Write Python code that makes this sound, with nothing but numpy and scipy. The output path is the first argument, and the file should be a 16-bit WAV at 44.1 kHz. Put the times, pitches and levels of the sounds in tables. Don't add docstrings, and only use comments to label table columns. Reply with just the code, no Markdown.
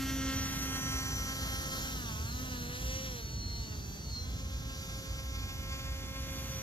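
import sys
import numpy as np
from scipy import signal
from scipy.fft import rfft, irfft
from scipy.io import wavfile
from scipy.ndimage import uniform_filter1d

SR = 44100
rng = np.random.default_rng(int(sys.argv[2]) if len(sys.argv) > 2 else 0)


def persist_wave(psi):
    counts = np.round(np.clip(psi, -1, 1) * 32767).astype(np.int16)
    wavfile.write(sys.argv[1], SR, np.atleast_2d(counts).T)


N = 291942
TIME = np.arange(N) / SR
STEPS = np.arange(0, N + 128, 128) / SR
SIDES = np.array([[.5], [-.5]])


def gain_of(db):
    return 10 ** (np.asarray(db) / 20)


def at_pitch(points, hz):
    f, value = np.transpose(points)
    return np.interp(np.log(hz + 1), np.log(f + 1), value)


def curves(rows, t=STEPS):
    times, *columns = np.transpose(rows)
    return np.array([np.interp(t, times, column) for column in columns])


def drift(fastest_hz, slant=0.52):
    hz = np.geomspace(fastest_hz / 20, fastest_hz, num=16)[:, None]
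    wobble = (np.sin(2 * np.pi * (hz * STEPS + rng.random(hz.shape))) / hz ** slant).sum(0)
    return wobble / wobble.std()


def hiss(field_db, likeness, lead_s, size, patchy_db):
    frames = dict(fs=SR, nperseg=size, noverlap=size * 3 // 4)
    hz, t, (left, other) = signal.stft(rng.standard_normal((2, N)), **frames)
    patches = uniform_filter1d(rng.standard_normal(left.shape), size=12, axis=0)
    patches = uniform_filter1d(patches, size=10, axis=1)
    alike = np.clip(at_pitch(likeness, hz), 0, 1)[:, None]
    delay = np.exp(-2j * np.pi * hz[:, None] * lead_s(t))
    right = alike * left * delay + np.sqrt(1 - alike ** 2) * other
    gain = np.sqrt(SR / 2) * gain_of(field_db(hz, t) + patchy_db * patches / patches.std())
    return signal.istft(np.array([left, right]) * gain, **frames)[1][:, :N]


# f/Hz, level/dB per Hz
RUMBLE_COLOUR = [(15, -100), (28, -77), (40, -73), (52, -58), (60, -52), (68, -59.5), (95, -62), (140, -66),
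                 (250, -75), (500, -85.5), (1000, -92.5), (3000, -100), (7600, -102), (8700, -116),
                 (10000, -103), (15000, -104)]
# f/Hz, likeness/0 to 1
RUMBLE_LIKENESS = [(60, 0.99), (150, 1), (400, 0.58), (1500, 0.036), (5000, 0.033)]
# t/s, level/dB
ROAR_FADE = [(0, -43), (1.1, -43.5), (2.8, -45), (6.62, -47.5)]


def rumble():
    def field_db(hz, t):
        roar_db = curves(ROAR_FADE, t)[0]
        roar_band = at_pitch([(70, 0), (120, 1), (400, 1), (900, 0)], hz)[:, None]
        return at_pitch(RUMBLE_COLOUR, hz)[:, None] + roar_band * (roar_db - roar_db.mean())
    return hiss(field_db, RUMBLE_LIKENESS, lead_s=lambda t: .00009, size=4096, patchy_db=0.87)


# t/s, new setting/share of full speed
STICK_MOVES = [(1.891, .7367), (2.109, 1.0022), (2.417, .8084), (2.517, .9573), (2.695, 1.0035),
               (3.0215, .7256), (3.167, .8953), (3.5, .7567), (3.742, .6829), (3.8615, .8887),
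               (4.016, 1.0021)]


def throttle_speed(move_s=.198, motor_lag_s=.1):
    starts, setting = np.transpose(STICK_MOVES)
    progress = np.clip((STEPS - starts[:, None]) / move_s, 0, 1)
    moved = np.diff(setting, prepend=1) @ progress
    inertia = np.exp(-STEPS[1] / motor_lag_s)
    return 1 + signal.lfilter([1 - inertia], [1, -inertia], moved)


# t/s, f/Hz
FULL_SPIN = [(0, 267.6), (.5, 266.6), (.9, 265.1), (1.9, 264.7), (4.6, 266.5), (5.2, 266.7), (5.8, 266.9),
             (6.35, 266.7), (6.62, 266.0)]


def shaft_hz():
    return throttle_speed() * curves(FULL_SPIN)[0]


# t/s, lead/ms
LEFT_LEAD = [(0, 0.0087), (.45, 0.069), (1.05, 0.14), (1.65, 0.2), (2.85, 0.25), (3.15, 0.25), (3.75, 0.23),
             (4.65, 0.19), (5.25, 0.17), (6.62, 0.081)]


def boat_tone(hz, db, shift_turns=0, sway_db=1.4):
    turns = np.cumsum(hz) * STEPS[1] + shift_turns + SIDES * hz * curves(LEFT_LEAD) / 1000
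    gains = np.sqrt(2) * gain_of(db + 2 * SIDES * sway_db * drift(25, slant=0))
    return np.array([np.interp(TIME, STEPS, gain) * np.sin(2 * np.pi * np.interp(TIME, STEPS, turn))
                     for gain, turn in zip(gains, turns)])


# t/s, whine level/dB, rush level/dB, rush bass and top lift/dB
BOAT_LEVELS = [(0, -60.5, -72, 1), (.4, -61, -69, -1), (.75, -60, -72, 4), (1.2, -61, -69.5, -0.5),
               (1.8, -62, -69.5, 1.5), (2.25, -64.5, -71.5, -1.5), (2.7, -64.5, -73.5, 0),
               (2.9, -62, -70, -2.5), (3.2, -66, -75.5, -2), (3.4, -70, -76, -10), (3.8, -68, -75, -3),
               (4.05, -72.5, -75, -6.5), (4.6, -67.5, -79, -2), (4.9, -67.5, -75, -1),
               (5.4, -65.5, -78.5, -1.5), (5.8, -64.5, -78, 0.5), (6.15, -66, -78, 0),
               (6.35, -66.5, -74, 1), (6.62, -67, -75, 1)]
# f/Hz, level/dB per Hz
# Near 2.4 kHz the echo off the water cancels the direct sound and leaves a dip.
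RUSH_COLOUR = [(150, -9.5), (400, -15), (900, -16.5), (1700, -13), (2050, -15), (2350, -21), (2750, -14.5),
               (3200, -14.5), (3900, -14.5), (4600, -13.5), (5300, -15), (6200, -11.5), (7000, -11.5),
               (7900, -20.5), (8700, -56), (9800, -22.5), (11000, -18), (14500, -18)]
# f/Hz, likeness/0 to 1
RUSH_LIKENESS = [(500, 0.99), (1200, 0.53), (2000, 0.97), (3200, 0.87), (5000, 0.63), (7500, 0.29),
                 (12000, 0.38)]


def propeller_rush(speed_power=0.79):
    gusts_db = 0.49 * drift(30, slant=0)

    def field_db(hz, t):
        level_db, lift_db = curves(BOAT_LEVELS, t)[1:]
        level_db += speed_power * 20 * np.log10(np.interp(t, STEPS, throttle_speed()))
        level_db += np.interp(t, STEPS, gusts_db)
        bass_and_top = at_pitch([(2500, 1), (4500, 0), (8000, 0), (10000, 1)], hz)[:, None]
        return level_db + bass_and_top * lift_db + at_pitch(RUSH_COLOUR, hz)[:, None]
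    angle = 2 * np.pi * np.cumsum(np.interp(TIME, STEPS, shaft_hz())) / SR
    pulse = 1 + 0.042 * np.cos(angle) + 0.36 * np.cos(2 * angle)
    air = hiss(field_db, RUSH_LIKENESS, lambda t: curves(LEFT_LEAD, t) / 1000, size=1024, patchy_db=1.63)
    return pulse * air


# t/s, speed/(m/s)
SHORE_SPEED = [(0, 0), (.7, -1), (1.9, -1.5), (3.03, -1.7), (3.25, -1.2), (3.9, .55), (4.3, .7),
               (5.1, 1.25), (6, 1.72), (6.62, 1.8)]
# t/s, level/dB
WHISTLE_LEVEL = [(0, -66), (.08, -50), (.28, -46.5), (.31, -63), (.36, -43.5), (.55, -46), (.65, -44),
                 (.74, -44.5), (1.12, -43.5), (1.4, -50.5), (1.66, -52.5), (2.2, -55.5), (2.5, -54.5),
                 (2.73, -56), (2.95, -46), (3.05, -53), (3.28, -55), (3.42, -53), (3.8, -57), (4.23, -56),
                 (4.3, -67), (4.7, -62), (5.7, -62.5), (5.8, -68.5), (6.3, -57), (6.62, -48)]
# t/s, level/dB
LOWER_TONE_LEVEL = [(0, -68), (1.85, -67), (2.17, -61), (2.3, -46), (2.42, -53), (2.6, -53.5), (2.75, -53),
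                    (3.1, -61), (3.22, -49.5), (3.3, -44.5), (3.5, -44.5), (3.7, -46.5), (3.95, -45),
                    (4.2, -43), (4.3, -51.5), (4.45, -55), (6.3, -68), (6.62, -64)]
# t/s, level/dB
OCTAVE_LEVEL = [(0, -55), (.15, -49), (.3, -74), (.62, -61), (.94, -71), (1.38, -59), (1.95, -72),
                (2.08, -58), (2.3, -80), (2.5, -67), (3, -73), (3.12, -63), (3.4, -75), (3.85, -61),
                (4.1, -72), (6.16, -72), (6.62, -66)]
# offset/shaft rates, level/dB against the whistle's average
NEIGHBOUR_TONES = [(-1, -13), (1, -16)]


def controller_whistle(switching_hz=5915, resonance_hz=4230, resonance_width_hz=128):
    hz = switching_hz * (1 + curves(SHORE_SPEED)[0] / 343)
    whistle_db = curves(WHISTLE_LEVEL)[0]
    sound = boat_tone(hz, whistle_db + 1.5 * drift(45, slant=0))
    lower_hz = hz - 7 * shaft_hz()
    resonance_db = -10 * np.log10(1 + (2 * (lower_hz - resonance_hz) / resonance_width_hz) ** 2)
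    sound += boat_tone(lower_hz, curves(LOWER_TONE_LEVEL)[0] + resonance_db + 0.83 * drift(18))
    sound += boat_tone(2 * hz, curves(OCTAVE_LEVEL)[0] + 3 * drift(15))
    softened_db = whistle_db.mean() + 0.19 * (whistle_db - whistle_db.mean())
    for offset, db in NEIGHBOUR_TONES:
        sound += boat_tone(hz + offset * shaft_hz(), softened_db + db + 6 * drift(10))
    return sound


# t/s, level/dB, level/dB
LOW_HARMONICS = [(0, -37, -66), (.3, -38.5, -52.5), (.5, -43, -60), (1.05, -50.5, -63), (1.35, -48, -57.5),
                 (1.9, -51.5, -59), (2.25, -58.5, -85), (2.4, -51, -60.5), (2.58, -49.5, -56.5),
                 (2.75, -51.5, -55.5), (3.05, -53.5, -52), (3.2, -66, -54.5), (3.4, -56, -67.5),
                 (3.75, -59, -57.5), (4.05, -62, -69), (4.3, -57.5, -67), (5.2, -62, -56.5),
                 (6.62, -53.5, -56.5)]
MIX_TIMES = (.3, 1.1, 1.8, 2.4, 2.9, 3.7, 4.7, 5.9)
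HARMONICS = [(-2, 2, 1, -1, 0, 3, -3, -1), (2, 6, 5, 5, 2, 5, 6, 8), (11, 10, 11, 9, -1, 2, 5, 4),
             (7, 7, 7, 7, 2, 2, 7, 5), (9, 8, 9, 10, 10, 2, -2, 2), (8, 6, 5, 2, 6, 6, 5, 9),
             (0, 4, 2, 3, 2, 7, 6, 7), (5, 0, -1, 1, 4, 0, 4, 3), (5, 1, 1, 4, 6, -1, 5, 3),
             (7, 9, 8, 3, 3, 1, 3, 2), (3, -2, 0, -2, 3, 7, 6, 8), (-3, -7, -1, -3, 2, -1, 4, 1),
             (-5, -1, 2, 1, 2, -7, -6, -6), (4, 4, 7, 0, 1, -1, 4, 2), (2, 2, 1, -5, 6, 5, 2, 3),
             (-4, -5, -6, -4, -3, -15, 7, 4), (-3, -2, 0, -1, 0, -15, -3, -2), (-1, -1, 5, 0, -5, -2, 3, 3),
             (2, 3, 0, -2, 5, 4, 2, 0), (0, -5, -15, -6, -15, 0, 2, 0), (-3, -7, -4, 0, -15, 0, 2, -2),
             (-7, -4, -5, -5, -2, -4, -2, -3), (-3, -5, -3, -15, -2, -15, -5, -6),
             (-1, -2, -6, -8, -2, -5, -3, -7), (0, -5, -9, -12, -15, -4, -1, -6),
             (-6, -4, -4, -8, -4, -15, -6, -7), (-4, -2, -8, -5, -4, -14, -12, -10)]
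TOP_HARMONICS = (-8.5, -7.5, -11.5, -13, -10, -38, -20, -17)


def motor_whine(speed_power=1.05, flicker_db=1.3):
    hz = shaft_hz() * (1 + 0.00046 * drift(24.94))
    speed_db = speed_power * 20 * np.log10(throttle_speed())
    whine_db = curves(BOAT_LEVELS)[0] + speed_db + 1.5 * drift(30, slant=0)
    first_db, second_db = curves(LOW_HARMONICS)
    sound = boat_tone(hz, first_db + 2 * drift(10))
    sound += boat_tone(2 * hz, second_db + 2.6 * drift(9))
    for harmonic, mix_db in enumerate(HARMONICS + 14 * [TOP_HARMONICS], start=3):
        db = whine_db + np.interp(STEPS, MIX_TIMES, mix_db)
        shift_turns = .09 * drift(.6) - .25
        sound += boat_tone(harmonic * hz, db + flicker_db * drift(45, slant=0), shift_turns)
    return sound


def scene():
    return motor_whine() + controller_whistle() + propeller_rush() + rumble()


# f/Hz, level/dB
MIC_BALANCE = [(60, -0.5), (110, -2.5), (200, 0), (380, -1.5), (700, -1.5), (1290, 0.5), (2380, -1.5),
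               (4400, -0.5), (8120, -4), (15000, 6)]
# f/Hz, phase/rad
MIC_PHASE = [(600, 0.046), (1050, 0.29), (1330, -0.13), (1600, 0.22), (1850, 0.37), (2300, 0.13),
             (2700, 0.027)]


def record(dry):
    hz = np.fft.rfftfreq(N, 1 / SR)
    balance = gain_of(SIDES * at_pitch(MIC_BALANCE, hz))
    phase = np.exp(1j * SIDES * at_pitch(MIC_PHASE, hz))
    coloured = irfft(rfft(dry) * balance * phase, N)
    treble_cut = signal.firwin(511, cutoff=14520, window=("kaiser", 9), fs=SR)
    return signal.oaconvolve(coloured, treble_cut[None], "same")


dry = scene()
out = record(dry)
persist_wave(out)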